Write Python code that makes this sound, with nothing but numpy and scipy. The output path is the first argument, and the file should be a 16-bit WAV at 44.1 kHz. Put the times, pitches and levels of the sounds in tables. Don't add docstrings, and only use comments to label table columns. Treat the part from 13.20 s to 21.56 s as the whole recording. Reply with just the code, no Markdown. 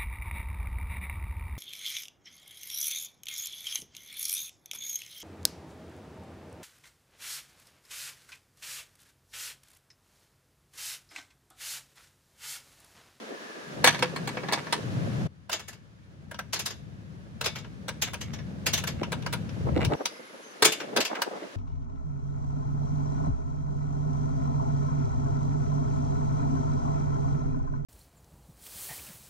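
import sys
import numpy as np
from scipy import signal
from scipy.fft import rfft, irfft, next_fast_len
from scipy.io import wavfile
from scipy.ndimage import uniform_filter1d

SR = 44100
rng = np.random.default_rng(int(sys.argv[2]) if len(sys.argv) > 2 else 0)


def persist_wave(psi):
    counts = np.round(np.clip(psi, -1, 1) * 32767).astype(np.int16)
    wavfile.write(sys.argv[1], SR, np.atleast_2d(counts).T)


N = 368676
TIME = np.arange(N) / SR
HIT_SIZE = 16384

# freq_hz, correlation
CONTACT_LIKENESS = [(100, 0.3), (500, 0.8), (1100, 0.57), (2300, 0.35), (6000, -0.3), (9000, 0.2),
                    (14000, -.55)]
# freq_hz, correlation
AIR_CORRELATION = [(60, -0.21), (130, 0.66), (290, 0.45), (640, 0.14), (1410, -0.5), (3100, -0.059),
                   (7000, 0.077), (15000, 0.44)]


def gate():
    # start_s, level_db, weight_db, hardness_db
    frame_blows = [(0.642, 0, -2, 6.5), (0.662, -6.5, -6.5, 4), (0.673, 3.5, -6.5, 0),
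                   (0.745, -16.5, -1.5, -5), (0.791, -20.5, -9, 4), (0.824, -6, -2, -4.5),
                   (0.961, -23, 8.5, 8), (1.074, -21, 7, 9), (1.089, -22.5, 0, 3), (1.17, -19.5, 5, -20),
                   (1.233, -29, 12, -14), (1.285, -20.5, 6, -6), (1.323, -17, 8, 11),
                   (1.332, -7, -7.5, 0.5), (1.373, -28, 11, -22), (1.468, -31, 13, -5),
                   (1.525, -7, -1.5, 4), (7.423, -2.5, -2, 8.5)]
    # start_s, level_db, weight_db, hardness_db, contacts (1 or 2)
    bolt_knocks = [(2.296, -24.5, 3, 5, 1), (3.113, -34, 7.5, 6, 1), (3.144, -28, -10, -12, 1),
                   (3.19, -25, 4, 2, 1), (4.212, -20.5, 2.5, 6, 1), (4.446, -35, -1, -21, 1),
                   (4.682, -23.5, -3.5, 3.5, 2), (4.877, -31.5, 0, -2, 1), (4.934, -29, -1, 8.5, 2),
                   (5.638, -21.5, -2.5, 1.5, 1), (5.832, -16.5, -9.5, -13, 1), (5.92, -23.5, 3, 4, 2),
                   (6.024, -27, -17, -10, 1), (6.063, -20, 3.5, -6, 1), (6.127, -23.5, 0, 9.5, 2),
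                   (6.292, -29.5, -15, -16, 1), (6.648, -10.5, -31, -2.5, 1), (6.856, -10.5, -16, 0, 1),
                   (7.764, -13, -4, 3.5, 2), (7.953, -23, 1, -7, 1), (8.019, -12.5, -4, 4.5, 1)]
    # start_s, level_db, weight_db, hardness_db
    bar_clinks = [(2.316, -24, -2, -5), (2.328, -19.5, 5, 2), (2.394, -36, 11, 2), (2.481, -33.5, 7.5, 5.5),
                  (2.529, -43.5, 12, 0), (3.331, -19.5, 4, 5.5), (3.359, -25, 2, -9),
                  (3.392, -21.5, -1.5, 2.5), (3.459, -21, -1.5, 5.5), (3.504, -32, 9, -4),
                  (4.242, -20, -5, -6), (4.258, -16, 4, -4.5), (4.356, -27, 4.5, -6.5),
                  (4.384, -37.5, 3, -1), (4.82, -15.5, -3.5, 4.5), (5.011, -28.5, 2, -0.5),
                  (5.134, -33, 7.5, -5.5), (5.187, -38, 12, -19), (5.464, -16.5, 5.5, 4),
                  (5.534, -16, -2, 4.5), (5.576, -21.5, 2, 2), (5.673, -21.5, 1.5, -0.5),
                  (7.446, -11.5, 11.5, 3), (7.451, -9, 1.5, 6), (7.521, -19, -3, 2),
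                  (7.601, -25, 10.5, -16), (7.804, -17, 6, 0), (7.85, -18.5, -1.5, -1.5)]
    # freq_hz, density_db
    frame_crowd = [(59, -27), (100, 6.5), (266, 13.5), (950, 1), (1480, -5), (1760, 1.5), (2040, -13.5),
                   (2220, -8), (2470, -5), (3320, -9), (4290, -7), (4980, -11.5), (12100, -24.5),
                   (12900, -26.5), (16000, -22)]
    bolt_crowd = [(150, 4.5), (250, -32), (476, 4.5), (710, -3.5), (988, -3.5), (1310, -4), (1580, 3),
                  (1850, -8), (2710, -8), (6140, -14), (6700, -19.5), (10400, -18), (13200, -28),
                  (16000, -16)]
    bar_crowd = [(180, -81), (300, -9.5), (1230, -6.5), (1340, -8), (1480, -6.5), (1750, -6.5),
                 (2610, -2.5), (5250, -3.5), (5610, -4), (6960, -2), (8090, -14), (10000, -12.5),
                 (16000, -11.5)]
    # freq_hz, level_db, t60_s
    frame_modes = [(440, -4, .15), (501, -4, .25), (800, -7, .1), (950, 3, .11), (1095, -1, .11),
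                   (1200, -8, .13), (1735, -4, .1), (1845, -2, .11), (2001, -2, .12), (2110, 0, .07),
                   (2245, 3, .11), (2299, -2, .11), (2790, -8, .1), (3300, 2, .04), (3450, 0, .06),
                   (3620, -9, .09), (4156, -4, .07), (4232, 2, .075), (4970, -11, .09)]
    bolt_modes = [(440, -7, .12), (600, -6, .1), (950, 1, .12), (1300, -3, .1), (1410, -1, .1),
                  (1570, -1, .1), (2130, -8, .12), (2880, -2, .09), (3620, -7, .09), (3950, -6, .08),
                  (4230, -6, .08), (6200, -10, .07), (10400, -8, .06)]
    bar_modes = [(668, -13, .25), (1400, -6, .15), (1717, -6, .2), (2230, -7, .38), (2460, -14, .3),
                 (2765, 0, .24), (2955, -4, .2), (3158, -2, .18), (3525, -3, .34), (3900, -9, .3),
                 (4140, -5, .17), (4420, -4, .14), (4969, -5, .18), (5300, -3, .13), (5690, -4, .14),
                 (5912, -5, .16), (6260, -6, .15), (6745, -5, .18), (7230, -3, .12), (7900, -8, .12),
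                 (8640, -8, .11), (10300, -8, .1)]
    frame = strikes(frame_blows, frame_crowd, frame_modes, t60_s=0.11, rise_s=0.0014,
                    level_db=-5.5, modes_db=-16, tail_db=-21, crack_db=-0.5, chatter_db=3.0,
                    bass_db=-15, body_db=2.5, edge_db=2.5, treble_db=0)
    bolt = strikes(seated(bolt_knocks), bolt_crowd, bolt_modes, t60_s=0.1, rise_s=0.00082,
                   level_db=-6.5, modes_db=-11.5, tail_db=-20.5, crack_db=4.0, chatter_db=0.5,
                   bass_db=-5.5, body_db=-2, edge_db=-1.5, treble_db=-1.5)
    bar = strikes(bar_clinks, bar_crowd, bar_modes, t60_s=0.14, rise_s=0.0026,
                  level_db=-4.5, modes_db=-19, tail_db=-22.5, crack_db=3.5, chatter_db=0.5,
                  bass_db=2, body_db=1, edge_db=0.0, treble_db=-2.0)
    frame = grazed(frame, lead_s=0.003, graze_db=-22.5)
    latch = grazed(bolt, lead_s=0.003, graze_db=-15.5) + grazed(bar, lead_s=0.0046, graze_db=-12.5)
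    no_bass = signal.butter(4, 190, "highpass", fs=SR, output="sos")
    return panned(frame, left_db=0.2) + panned(signal.sosfilt(no_bass, latch), left_db=1.2)


def strikes(rows, colour, modes, t60_s, rise_s, level_db, modes_db, tail_db, crack_db, chatter_db,
            bass_db, body_db, edge_db, treble_db):
    # freq_hz, t60_s
    yard_decay = [(150, 0.33), (700, 0.21), (2000, 0.56), (5000, 0.42), (9000, 0.38), (16000, .14)]
    body_share, edge_share = 0.8, 0.51
    t, hz, out = np.arange(HIT_SIZE) / SR, bins(HIT_SIZE), np.zeros((2, N))

    part_db = read(colour, hz) + ripple(hz, spacing=130) * read([(3000, 0), (8000, 2.4)], hz)
    part = causal(part_db) / np.sqrt(np.mean(gain_of(part_db) ** 2))

    band_hz, band_t60_s = np.transpose(yard_decay)
    bands = np.array([read(np.c_[band_hz, one], hz) for one in np.eye(len(band_hz))])[:, None]
    tails = gain_of(tail_db - 60 * t / band_t60_s[:, None, None]) * (1 - np.exp(-t / 0.0027))
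    damping = 1 + (band_hz[:, None, None] / 12500) ** 2

    mode_hz, mode_db, mode_t60_s = np.transpose(modes)[:, :, None]
    mode_decay = gain_of(mode_db + modes_db - 60 * t / mode_t60_s)
    rings = mode_decay * np.exp(2j * np.pi * mode_hz * t)
    likeness = np.clip(read(CONTACT_LIKENESS, mode_hz[:, 0]), .05, 1)
    phase_spread = np.sqrt(-2 * np.log(likeness))

    bass = read([(450, 1), (900, 0.11)], hz)
    body = read([(450, 0.0092), (900, 0.49), (1700, 0.68), (2800, 0.0)], hz)
    edge = read([(2900, 0), (3900, 0.74), (6000, 0.28), (8000, 0)], hz)
    treble = read([(6000, 0.021), (8000, 0.95)], hz)

    onset = 1 - np.exp(-t / max(rise_s, 1e-4))
    crack = gain_of(crack_db) * np.exp(-t / 0.0034 - max(rise_s, 0) / 0.0017)
    fade = np.hypot(onset * gain_of(-60 * t * damping / t60_s) + crack, tails)

    for s, db, weight_db, hardness_db in rows:
        chatter = gain_of(chatter_db * ripple(t, spacing=0.0026) * (1 - np.exp(-t / 0.012)))
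        noise = irfft(noise_pair(HIT_SIZE, CONTACT_LIKENESS) * bands)
        shake = (noise * fade).sum(0) * chatter
        size_db, apart, turn = rng.standard_normal((3, len(modes)))
        channel_phase = .5j * np.outer([1, -1], apart * phase_spread)
        struck = gain_of(size_db) * np.exp(2j * np.pi * turn + channel_phase)
        ring = np.einsum("cm,mt->ct", struck, rings).real * onset
        tone_db = ripple(hz, spacing=330) * read([(500, 1), (2500, 2), (8000, 3.2)], hz)
        tone_db += bass * (weight_db + bass_db) + body * (body_share * weight_db + body_db)
        tone_db += edge * (edge_share * hardness_db + edge_db) + treble * (hardness_db + treble_db)
        spectrum = (rfft(shake) * part + rfft(ring)) * causal(tone_db)
        add(out, s, gain_of(db + level_db) * irfft(spectrum))
    return out


def seated(knocks):
    seat_after_s, seat_gain_db, seat_duller_db = 0.0075, 4, 6.5
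    return [(s + k * seat_after_s, db + k * seat_gain_db, weight_db, hardness_db - k * seat_duller_db)
            for s, db, weight_db, hardness_db, contacts in knocks
            for k in range(round(contacts))]


def grazed(x, lead_s, graze_db):
    early = np.array([np.interp(TIME + lead_s, TIME, channel, right=0) for channel in x])
    return x + gain_of(graze_db) * early


def booms():
    # start_s, level_db, pitch_hz
    leaf_rings = [(0.643, -22.5, 500), (0.825, -20, 501), (1.171, -30.5, 501), (7.424, -18, 433),
                  (7.453, -19, 439)]
    t60_s, rise_s = 0.15, 0.0011
    out, t = np.zeros((2, N)), np.arange(HIT_SIZE) / SR
    for s, db, hz in leaf_rings:
        envelope = gain_of(db - 60 * t / t60_s) * (1 - np.exp(-t / rise_s))
        add(out, s, panned(envelope * np.sin(2 * np.pi * hz * t), left_db=-0.5))
    return out


def scrapes():
    # centre_s, level_db, length_s (Gaussian, to e^-2 each side)
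    rubs = [(0.796, -42.5, 0.016), (1.324, -39.5, 0.061), (1.39, -42.5, 0.021), (4.882, -44.5, .03),
            (5.077, -54.5, 0.068), (5.808, -47, 0.025), (6.571, -40, 0.028), (6.629, -31.5, 0.036),
            (6.733, -35.5, 0.025), (7.961, -39.5, 0.042), (8.202, -52.5, 0.11)]
    s, db, length_s = np.transpose(rubs)[:, :, None]
    pressure = (gain_of(db) * np.exp(-2 * ((TIME - s) / length_s) ** 2)).sum(0)
    slip_size_db = 5 * np.minimum(rng.exponential(1, N), 3)
    slips = (rng.random(N) < 420 / SR) * gain_of(slip_size_db)
    t, hz = np.arange(HIT_SIZE) / SR, bins(HIT_SIZE)
    tick = irfft(noise_pair(HIT_SIZE, CONTACT_LIKENESS)) * np.exp(-t / 0.0011)
    steel = causal(read([(150, -20), (600, -5.5), (1200, -1.0), (2200, 3.0), (5000, -16.0),
                         (8000, -25), (16000, -38)], hz))
    ticks = signal.oaconvolve(slips[None], irfft(rfft(tick) * steel), axes=1)[:, :N]
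    return pressure * evened(ticks)


def whines():
    # start_s, end_s, first_hz, last_hz, level_db
    glides = [(0.0, 0.59, 1747, 1654, -52.5), (6.6, 7.85, 11400, 10550, -65), (6.6, 6.678, 2310, 2390, -42),
              (6.604, 6.68, 2760, 2790, -44), (6.72, 6.87, 5650, 5660, -61),
              (6.835, 7.02, 5100, 5000, -58.5), (6.864, 7.145, 2120, 2090, -58),
              (7.213, 7.355, 6300, 6140, -57)]
    out = np.zeros((2, N))
    narrow = signal.butter(2, 90, fs=SR, output="sos")
    for start, end, first_hz, last_hz, db in glides:
        hz = np.linspace(first_hz, last_hz, max(int((end - start) * SR), 2))
        noise = rng.standard_normal((2, 2 * SR)) + 1j * rng.standard_normal((2, 2 * SR))
        fuzz = signal.sosfilt(narrow, noise)[:, :len(hz)]
        tone = evened((fuzz * np.exp(2j * np.pi * np.cumsum(hz) / SR)).real)
        add(out, start, gain_of(db) * tone * signal.windows.tukey(len(hz), .5))
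    return out


def wind():
    # time_s, strength_db
    strength = [(0.0, -67), (0.38, -66), (0.6, -34.5), (1.0, -37), (1.5, -43), (1.75, -32), (2.07, -30),
                (2.08, -53), (2.7, -53), (3.2, -45.5), (4.2, -44.5), (5.9, -34), (6.33, -35), (6.52, -27.5),
                (6.69, -28.5), (6.755, -37), (6.77, -57), (6.95, -68.5), (7.38, -70.5), (7.46, -44),
                (7.6, -59), (7.79, -42.5), (7.9, -74), (8.36, -63)]
    # freq_hz, density_db
    rumble_colour = [(15, -53), (35, -30.5), (55, -1), (75, 7.5), (100, 9), (130, 2), (200, -43.5),
                     (400, -77)]
    buffet_colour = [(50, -73.5), (85, -35.5), (120, -2.5), (150, 2), (200, -2), (280, -11), (400, -20),
                     (800, -29.5), (2000, -73.5)]
    flutter_colour = [(40, -89), (100, -48.5), (200, -1.5), (330, 0), (550, 1), (900, -11), (1500, -20.5),
                      (3000, -29), (8000, -62)]
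    breeze_db = -40
    strength_db = np.interp(TIME, *np.transpose(strength))
    over_db = strength_db - breeze_db
    rumble_db, rumble_follow, flutter_db, flutter_follow = stretch()[3:]
    surge_db = 1.0 * np.maximum(over_db - 5, 0)
    rumble_db = rumble_db + rumble_follow * over_db + surge_db + 0.81 * wobble(rate_hz=14)
    buffet_db = strength_db - 2.16 + 0.49 * wobble(rate_hz=27)
    flutter_db = flutter_db + flutter_follow * over_db + 2.6 * wobble(rate_hz=83)
    rumble = air_noise(rumble_colour) * gain_of(rumble_db)
    buffet = air_noise(buffet_colour) * gain_of(buffet_db)
    flutter = air_noise(flutter_colour) * gain_of(flutter_db)
    return panned(rumble + buffet, left_db=3.5) + panned(flutter, left_db=0.5)


def gusts():
    # centre_s, level_db, length_s (Gaussian, to e^-2 each side), top_hz
    slaps = [(0.118, -39.5, 0.037, 544), (5.82, -30.5, 0.012, 504), (6.474, -27.5, 0.016, 745),
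             (6.492, -23, 0.007, 985), (6.576, -23, 0.023, 476), (6.628, -33, 0.06, 890),
             (6.726, -24, 0.032, 830), (6.81, -31, 0.019, 950), (7.784, -29, 0.034, 680),
             (7.92, -34, 0.038, 1110), (7.985, -34.5, 0.036, 1320), (8.074, -34, 0.02, 860),
             (8.147, -37, 0.065, 930), (8.238, -36.5, 0.033, 735)]
    out, hz = np.zeros((2, N)), bins(HIT_SIZE)
    t = (np.arange(HIT_SIZE) - HIT_SIZE / 2) / SR
    for s, db, length_s, top_hz in slaps:
        colour = low_cut(hz, corner_hz=224) / (1 + (hz / top_hz) ** 3.7)
        noise = evened(irfft(noise_pair(HIT_SIZE, AIR_CORRELATION) * colour))
        puff = noise * np.exp(-2 * (t / length_s) ** 2)
        add(out, s + t[0], gain_of(db) * puff[:, s + t >= 0])
    no_bass = signal.butter(6, 170, "highpass", fs=SR, output="sos")
    return signal.sosfilt(no_bass, out * gain_of(2.9 * wobble(rate_hz=240)))


def drone(start=1.6, end=2.072, centre_hz=122, level_db=-29.0):
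    hum = air_noise([(0.6 * centre_hz, -50), (0.85 * centre_hz, -8), (centre_hz, 0),
                     (1.08 * centre_hz, -10), (4.2 * centre_hz, -50), (SR / 2, -120)])
    rise = np.sqrt(np.clip((TIME - start) / (end - start), 0, 1))
    stop = np.clip((end - TIME) / 0.0031, 0, 1)
    return panned(gain_of(level_db) * hum * rise * stop, left_db=3.5)


def hiss():
    # freq_hz, density_db
    air_colour = [(410, -40), (700, -19), (898, -5.5), (971, -4.5), (1200, -3), (1730, -2.5), (1940, -6.5),
                  (6400, -16.5), (8420, -25.5), (10900, -24.5), (12000, -35), (16000, -35)]
    start, hiss_db, rise_db_per_s = stretch()[:3]
    level_db = hiss_db + rise_db_per_s * (TIME - start) + 0.45 * wobble(rate_hz=43)
    return air_noise(air_colour) * gain_of(level_db)


def stretch():
    # start_s, hiss_db, hiss_rise_db_per_s,
    # rumble_db, rumble_db_per_wind_db, flutter_db, flutter_db_per_wind_db
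    background = [(0.0, -46.5, 0.5, -55, 1, -42.5, 0.16), (2.073, -67, 3.5, -44.5, 0.83, -55.5, 0.99),
                  (6.765, -51, 1.5, -70.5, 0.5, -34, 0.57)]
    rows = np.array(background)
    current = rows[np.searchsorted(rows[1:, 0], TIME)].T
    return uniform_filter1d(current, size=400, axis=1)


def air_noise(colour):
    size = next_fast_len(N, real=True)
    spectra = noise_pair(size, AIR_CORRELATION) * gain_of(read(colour, bins(size)))
    return evened(irfft(spectra, size)[:, :N])


def noise_pair(size, likeness):
    a, b = rfft(rng.standard_normal((2, size)))
    same = np.clip(read(likeness, bins(size)), -1, 1)
    return np.array([a, same * a + np.sqrt(1 - same ** 2) * b])


def wobble(rate_hz):
    knots = rng.standard_normal(8192)
    return evened(np.interp(TIME * rate_hz, np.arange(len(knots)), knots))


def ripple(axis, spacing):
    knots = rng.standard_normal(4096)
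    return evened(np.interp(axis / spacing, np.arange(len(knots)), knots))


def causal(db):
    log_gain = np.log(gain_of(np.maximum(db, db.max() - 80)))
    mirrored = np.r_[log_gain, log_gain[-2:0:-1]]
    return np.exp(np.conj(signal.hilbert(mirrored)))[:len(db)]


def low_cut(hz, corner_hz):
    return hz ** 4 / (hz ** 4 + corner_hz ** 4)


def gain_of(db):
    return 10 ** (np.asarray(db) / 20)


def evened(x):
    return x / np.sqrt(np.mean(x ** 2) + 1e-20)


def read(points, hz):
    f, value = np.transpose(points)
    return np.interp(np.log(hz + 1), np.log(f + 1), value)


def bins(size):
    return np.fft.rfftfreq(size, 1 / SR)


def add(mix, s, sound):
    part = mix[:, max(round(s * SR), 0):][:, :sound.shape[1]]
    part += sound[:, :part.shape[1]]


def panned(x, left_db):
    return x * gain_of([[left_db / 2], [-left_db / 2]])


def scene():
    return gate() + booms() + scrapes() + whines() + wind() + gusts() + drone() + hiss()


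def record(dry):
    low_pass = signal.firwin(255, 15900, window=("kaiser", 8), fs=SR)
    return signal.oaconvolve(np.tanh(dry), low_pass[None], "same")


dry = scene()
out = record(dry)
persist_wave(out)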